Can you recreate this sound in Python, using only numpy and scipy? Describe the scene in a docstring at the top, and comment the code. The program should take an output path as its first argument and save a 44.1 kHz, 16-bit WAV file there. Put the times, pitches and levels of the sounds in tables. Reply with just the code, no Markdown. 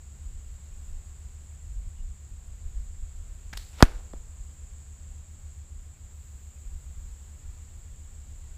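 """A dense insect chorus, puffs of wind, a far idling engine and the hush of a field are heard first and last.
A slingshot is let go; its steel ball rustles closer, knocks, strikes a rail and drops.
Insects, wind, hush and rustle are filtered noise; the engine is a sum of orders of one slow cycle.
Clicks ring damped bodies for the rattles, and decaying noise gives their echoes. The blow is a falling
bending wave with decaying modes, and it overloads the microphone. Far bird notes are narrow noise."""
import sys
import numpy as np
from scipy import signal
from scipy.fft import rfft, irfft
from scipy.io import wavfile
from scipy.ndimage import uniform_filter1d

SR = 44100
rng = np.random.default_rng(int(sys.argv[2]) if len(sys.argv) > 2 else 0)


def to_wav(sig):
    """Store sig (one row per channel, or 1-D mono) as 16-bit WAV at the path in sys.argv[1].

    Samples outside -1..1 are clipped; the rate is SR.
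    """
    pcm = np.clip(np.atleast_2d(sig), -1, 1) * 32767
    pcm = np.round(pcm).astype(np.int16)
    wavfile.write(sys.argv[1], SR, pcm.T)  # frames by channels


def gain_from_decibels(decibels):
    """Convert decibel values to linear amplitude factors."""
    exponent = np.asarray(decibels, float) / 20
    return 10 ** exponent


N = 377937  # samples in the scene


def evened(x):
    """Normalisation: scales to rms 1."""
    return x / np.sqrt(np.mean(x ** 2) + 1e-20)


def curve(rows):
    """Linear interpolation: a (time_s, value) table at every sample."""
    return np.interp(np.arange(N) / SR, *np.transpose(rows))


def add(mix, start_s, sound):
    """Superposition: adds a sound to the mix from its start time."""
    part = mix[round(start_s * SR):][:len(sound)]
    part += sound[:len(part)]


def coloured(points):
    """Spectral shaping: steady noise of rms 1 with a (frequency_hz, relative level_db) spectrum."""
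    hz = np.fft.rfftfreq(N, 1 / SR)
    point_hz, point_db = np.transpose(points)
    gain = gain_from_decibels(np.interp(np.log(hz + 1), np.log(point_hz + 1), point_db))
    return evened(irfft(rfft(rng.standard_normal(N)) * gain, N))


def resonate(x, hz, width):
    """Damped resonance: one complex pole, of gain 1 at its centre."""
    pole = np.exp((2j * np.pi * hz - np.pi * abs(width)) / SR)
    return 2 * signal.lfilter([1 - abs(pole)], [1, -pole], x).real


def resonant_noise(length, hz, width):
    """Filtered noise: two equal resonances in series, evened to rms 1."""
    noise = rng.standard_normal(length)
    return evened(resonate(resonate(noise, hz, width), hz, width))


def drift(top_hz):
    """Random-phase synthesis: a wandering curve of rms 1 from sines between 0.2 Hz and top_hz."""
    t = np.arange(0, N, 64) / SR
    rates_hz = np.geomspace(.2, top_hz, num=24)
    slow = sum(np.sin(2 * np.pi * (f * t + rng.random())) / np.sqrt(f) for f in rates_hz)
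    return np.interp(np.arange(N) / SR, t, evened(slow))


# Short modes at the point of the blow: pitch_hz [Hz], signed_size [amplitude], decay_ms [ms]
KNOCK_MODES = [(255, .3, 7.5), (1230, -.62, 2.04), (2340, -1.39, .69), (5190, .75, .62)]
# Long modes of the rail: pitch_hz [Hz], level_db [dB, starting peak], t60_s [s]
RAIL_MODES = [(495, -50, .62), (793, -52.5, .41), (1200, -60.5, 0.4985), (1620, -45, .22),
              (2250, -48.5, .25)]
BLOW_S = 3.82537


def blow():
    """Dispersion: treble bending waves in the rail arrive first, so the pitch dives; modes then decay."""
    ms = np.arange(SR // 2) / SR * 1000
    half_turns = (ms + .048) ** -.397 / .215 - .587
    dive = -np.sin(np.pi * half_turns) * (1 - np.exp(-ms / .241))
    dive *= 1.9 * np.exp(-ms / 14.0)
    knock = sum(size * np.exp(-ms / decay_ms) * np.sin(2 * np.pi * hz * ms / 1000)
                for hz, size, decay_ms in KNOCK_MODES)
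    ring = sum(gain_from_decibels(db - 60 * ms / 1000 / t60) * np.sin(2 * np.pi * hz * ms / 1000)
               for hz, db, t60 in RAIL_MODES)
    # the rail sways on its posts
    sway = .05 * np.exp(-ms / 90) * np.sin(2 * np.pi * 36 * ms / 1000)
    return dive + knock + ring + sway


# Rustle of the ball coming near: time_s [s], level_db [dB]
FLIGHT_SWELL = [(3.729, -59.5), (3.769, -58), (3.79, -50), (3.808, -46), (3.815, -45.5), (3.826, -56.5)]


def flight():
    """Amplitude envelope on broadband noise: a rustle that swells as the ball nears; gives start and sound."""
    s, db = np.transpose(FLIGHT_SWELL)
    t = np.arange(s[0], s[-1], 1 / SR)
    noise = rng.standard_normal(len(t))
    rustle = evened(resonate(resonate(noise, 2100, 4033), 2500, 9000))
    return s[0], gain_from_decibels(np.interp(t, s, db)) * rustle


# Short rattles of clicks: start_s [s], level_db [dB], pitch_hz [Hz], length_s [s],
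# bright_db [dB, bright edge against the body]
RATTLES = [(3.5288, -42, 1820, 0.0032, -24), (3.5318, -40.5, 1600, 0.0065, -17),
           (3.5325, -41.5, 5000, 0.0023, -18), (3.5368, -45, 5000, .0015, -12),
           (3.528, -45, 150, 0.0052, -50), (3.5718, -38, 4340, 0.0015, -3), (3.5739, -31.5, 3970, 0.001, 3),
           (3.5752, -37.5, 4100, 0.0025, 1.5), (3.5735, -58, 1290, .003, -40),
           (3.8044, -32.5, 1172, .0065, -15.5), (3.8055, -32.5, 520, .005, -39),
           (3.8115, -43, 1217, 0.018, -13), (4.1335, -49, 1150, 0.0017, -45), (4.134, -54, 2793, .001, -40),
           (4.1352, -37, 240, 0.0037, -60), (4.1412, -50, 480, 0.00202, -61.5)]
# ring width of a body at 1.5 kHz, and the power by which it grows with pitch
RING_WIDTH_HZ, RING_WIDENS = 1200, .8


def rattle(db, hz, length, bright_db):
    """Impulse excitation: uneven clicks ring a damped body, and a bright edge rides on top."""
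    clicks = np.zeros(round((length + .02) * SR))  # 20 ms left to ring out
    count = max(round(length * SR), 8)
    uneven = np.prod(rng.standard_normal((2, 2000)), 0)[:count]
    clicks[:count] = uneven * signal.windows.tukey(count, .2)
    width = RING_WIDTH_HZ * (hz / 1500) ** RING_WIDENS
    body = evened(resonate(resonate(clicks, hz, width), hz, width))
    edge = evened(resonate(clicks, 6000, 10000))
    sound = evened(body + gain_from_decibels(bright_db) * edge)
    # the energy equals that of the stated level held over the clicks alone
    return gain_from_decibels(db) * sound * np.sqrt(count / len(clicks))


# Scattered echoes from leaves and ground: start_s [s], level_db [dB, before decay], pitch_hz [Hz],
# width_hz [Hz], t60_s [s]
ECHOES = [(3.535, -50, 1640, 1506, 0.34), (3.535, -59.5, 4992, 8000, 0.52), (3.576, -51.5, 4180, 1400, .42),
          (3.576, -54.5, 5925, 8996, 0.837), (3.828, -28, 6500, 5010, .07), (3.828, -12, 1000, 1597, 0.039),
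          (3.83, -43.5, 3807, 5000, 0.41), (3.83, -35.5, 1200, 1511, .35), (3.83, -54, 597.4, 800, 1.2),
          (3.835, -35.5, 320, 300.3, .3), (4.14, -55.5, 400, 400, 0.28)]


def echo(db, hz, width, t60):
    """Diffuse reverberation: scattered reflections, uneven in strength, decay exponentially."""
    t = np.arange(SR) / SR
    lumps = gain_from_decibels(2.2 * evened(uniform_filter1d(rng.standard_normal(SR), size=200)))
    reflections = lumps * rng.standard_normal(SR)
    scatter = evened(resonate(resonate(reflections, hz, width), hz, 2.9 * width))
    return gain_from_decibels(db - 60 * t / t60) * scatter * np.minimum(t / 0.001, 1)  # 1 ms rise


# Insect wing resonances: pitch_hz [Hz], width_hz [Hz, each of three passes], level_db [dB, relative]
WING_BANDS = [(6924, 880, -64), (7374, 700, -61.5), (7840, 890, -63.5), (7820, 42, -78)]
# Swell of the whole chorus: time_s [s], level_db [dB]
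CHORUS_SWELL = [(0, -59.5), (2, -59), (3.5, -58.5), (5, -59), (7, -58.5), (8.57, -59)]
# A broad insect hiss near 14 kHz: time_s [s], level_db [dB]
HIGH_HISS = [(0, -94.5), (5.6, -98), (6.2, -76), (7.5, -81), (8.57, -87.5)]


def insects():
    """Resonant filtering: dense clicks of many far wings; a throb and a hiss lie above the chorus."""
    chorus = np.zeros(N)
    for hz, width, db in WING_BANDS:
        sound = rng.standard_normal(N) * (rng.random(N) < .3)  # clicks on about 30 % of samples
        for _ in range(3):
            sound = resonate(sound, hz, width)
        chorus += gain_from_decibels(db) * evened(sound)
    chorus = evened(chorus) * gain_from_decibels(curve(CHORUS_SWELL) + 0.528 * drift(30))
    throb = resonant_noise(N, 9300, 900) * gain_from_decibels(-84.0 + 2.0 * drift(20))
    hiss = resonant_noise(N, 14000, 3000) * gain_from_decibels(curve(HIGH_HISS))
    return chorus + throb + hiss


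# Path of the strongest engine tone: time_s [s], pitch_hz [Hz]
STRONGEST_TONE = [(0, 68.86), (.74, 70.7), (1.79, 72), (2.29, 68.34), (2.62, 72.4), (3.62, 71.4),
                  (4.06, 69.25), (5.2, 71.47), (7.18, 68.53), (7.69, 72.5), (8.57, 70.6)]
STRONGEST_ORDER = 10  # its order in the engine cycle
# Tones of the idling engine, keyed by order of the cycle: level_db [dB rms]
ORDER_DB = {8: -62.5, 9: -62.5, 10: -47.5, 11: -52, 12: -63, 13: -65, 14: -66.5, 15: -65, 19: -70.5, 20:
            -70.5}
UNSTEADY_DB = 0.5  # rms wavering of each tone
HALO_WIDTH_HZ, HALO_DB = 38.86, -54  # fuzz round the strongest tone; the width is of each of two passes
HUM_HZ, HUM_DB = 193, -73  # mean pitch and rms level of a faint hum


def engine():
    """Beating of harmonics: neighbouring orders of a far engine's slow cycle make a throb."""
    cycles = np.cumsum(curve(STRONGEST_TONE) / STRONGEST_ORDER) / SR
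    tones = np.zeros(N)
    for order, db in ORDER_DB.items():
        level = gain_from_decibels(db + UNSTEADY_DB * drift(3))
        tones += level * np.sin(2 * np.pi * (order * cycles + rng.random()))
    hum_cycles = np.cumsum(HUM_HZ + .8 * drift(3)) / SR
    hum = gain_from_decibels(HUM_DB) * np.sin(2 * np.pi * hum_cycles)
    halo = resonant_noise(N, 71, HALO_WIDTH_HZ)
    return np.sqrt(2) * (tones + hum) + gain_from_decibels(HALO_DB) * halo  # root 2 turns peak into rms level


# Spectrum of wind pressure: frequency_hz [Hz], level_db [dB per Hz, relative]
WIND_COLOUR = [(10, -11.5), (22, 1.5), (45, 2), (75, -13), (110, -25.5), (200, -42), (400, -75)]
# Puffs of wind on the microphone: centre_s [s], level_db [dB], length_s [s]
PUFFS = [(0.275, -42, .1), (0.352, -43, 0.1), (0.494, -45, 0.17), (0.74, -47, 0.12), (0.942, -39, 0.21),
         (1.772, -37.5, 0.32), (1.875, -37, 0.057), (2.015, -36.5, 0.19), (2.11, -40, 0.041),
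         (2.324, -41, 0.044), (2.53, -48, 0.4), (2.674, -33, 0.051), (2.786, -33, 0.14),
         (2.892, -43.5, 0.16), (3.015, -36, 0.088), (3.208, -47, 0.46), (3.564, -40.5, 0.058),
         (3.945, -37.5, .16), (4.168, -42.5, 0.095), (4.417, -43.5, 0.08), (4.711, -46, 0.06),
         (5.128, -47, 0.098), (5.767, -48, 0.23), (6.67, -41.5, 0.12), (6.75, -38.5, .09),
         (6.874, -48, 0.13), (6.982, -39.5, 0.067), (7.089, -44, .16), (7.49, -42, 0.077),
         (8.538, -49, .09)]
BREEZE_DB, FLUTTER_DB = -49, 3.0  # the light wind between puffs, and its rms wavering


def wind():
    """Turbulent pressure on the microphone: a wavering breeze, and puffs that swell and sink."""
    air = coloured(WIND_COLOUR)
    out = gain_from_decibels(BREEZE_DB + FLUTTER_DB * drift(6)) * air
    for centre_s, db, length in PUFFS:
        start_s = centre_s - length / 2
        piece = air[round(start_s * SR):round((centre_s + length / 2) * SR)]
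        add(out, start_s, gain_from_decibels(db) * evened(piece * np.hanning(len(piece))))
    return out


# Faint, blurred far bird notes: start_s [s], level_db [dB, before the fades], pitch_hz [Hz], length_s [s]
CHIRPS = [(1.465, -71, 2250, 0.036), (1.50, -73, 2250, 0.031), (1.945, -70, 2860, 0.09),
          (5.94, -70, 2464, .04), (6.55, -73, 2450, .04), (6.63, -71, 2450, .04), (7.325, -71, 2300, .045),
          (7.41, -75, 2443, 0.042), (7.48, -71, 2420, 0.034)]


def chirp(db, hz, length):
    """Narrow-band noise under a smooth window: a soft note smeared by distance."""
    count = round(length * SR)
    breath = resonant_noise(4000, hz, 300)
    return gain_from_decibels(db) * np.hanning(count) * breath[-count:]


# Spectrum of the field's hush: frequency_hz [Hz], level_db [dB per Hz, relative]
HUSH_COLOUR = [(90, -2.5), (160, -3.5), (300, -11.5), (600, -15), (2500, -20), (6000, -24.5), (9700, -27.5),
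               (10200, -30), (15000, -30), (17000, -28.5)]
HUSH_DB = -60.5


def hush():
    """Stationary coloured noise: the hush of the field, its level wavering slightly."""
    return gain_from_decibels(HUSH_DB + 0.58 * drift(8)) * coloured(HUSH_COLOUR)


def scene():
    """Superposition: the field throughout, with the shot laid over it."""
    mix = hush() + wind() + engine() + insects()
    for table, source in (RATTLES, rattle), (ECHOES, echo), (CHIRPS, chirp):
        for start_s, *settings in table:
            add(mix, start_s, source(*settings))
    add(mix, *flight())
    add(mix, BLOW_S, blow())
    return mix[None]


def top_cut(x):
    """Nothing passes above the cut-off."""
    return signal.sosfilt(signal.butter(12, 16560, fs=SR, output="sos"), x)


def record(dry):
    """Gain control and saturation: bass roll-off, ducking after the blow, firm overload, band limit."""
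    x = signal.lfilter(*signal.butter(1, 14, "high", fs=SR), dry)
    fall_db = np.arange(N) * 60. / SR  # the peak follower falls 60 dB a second
    level_db = 20 * np.log10(abs(x[0]) + 1e-9)
    peak_db = np.maximum.accumulate(level_db + fall_db) - fall_db
    over_db = np.maximum(peak_db + 0.5, 0)  # excess above -0.5 dB
    smooth_db = signal.lfilter([.002], [1, -(1 - .002)], over_db)
    x = x / gain_from_decibels(.6 * smooth_db)
    x = .94 * x / (.94 ** 4 + x ** 4) ** (1 / 4)  # overload: bends towards a ceiling of 0.94
    low_pass = signal.firwin(511, 15320, window=("kaiser", 9), fs=SR)  # edge in Hz
    x = signal.oaconvolve(x, low_pass[None], "same")
    return top_cut(x)


dry = scene()
out = record(dry)
to_wav(out)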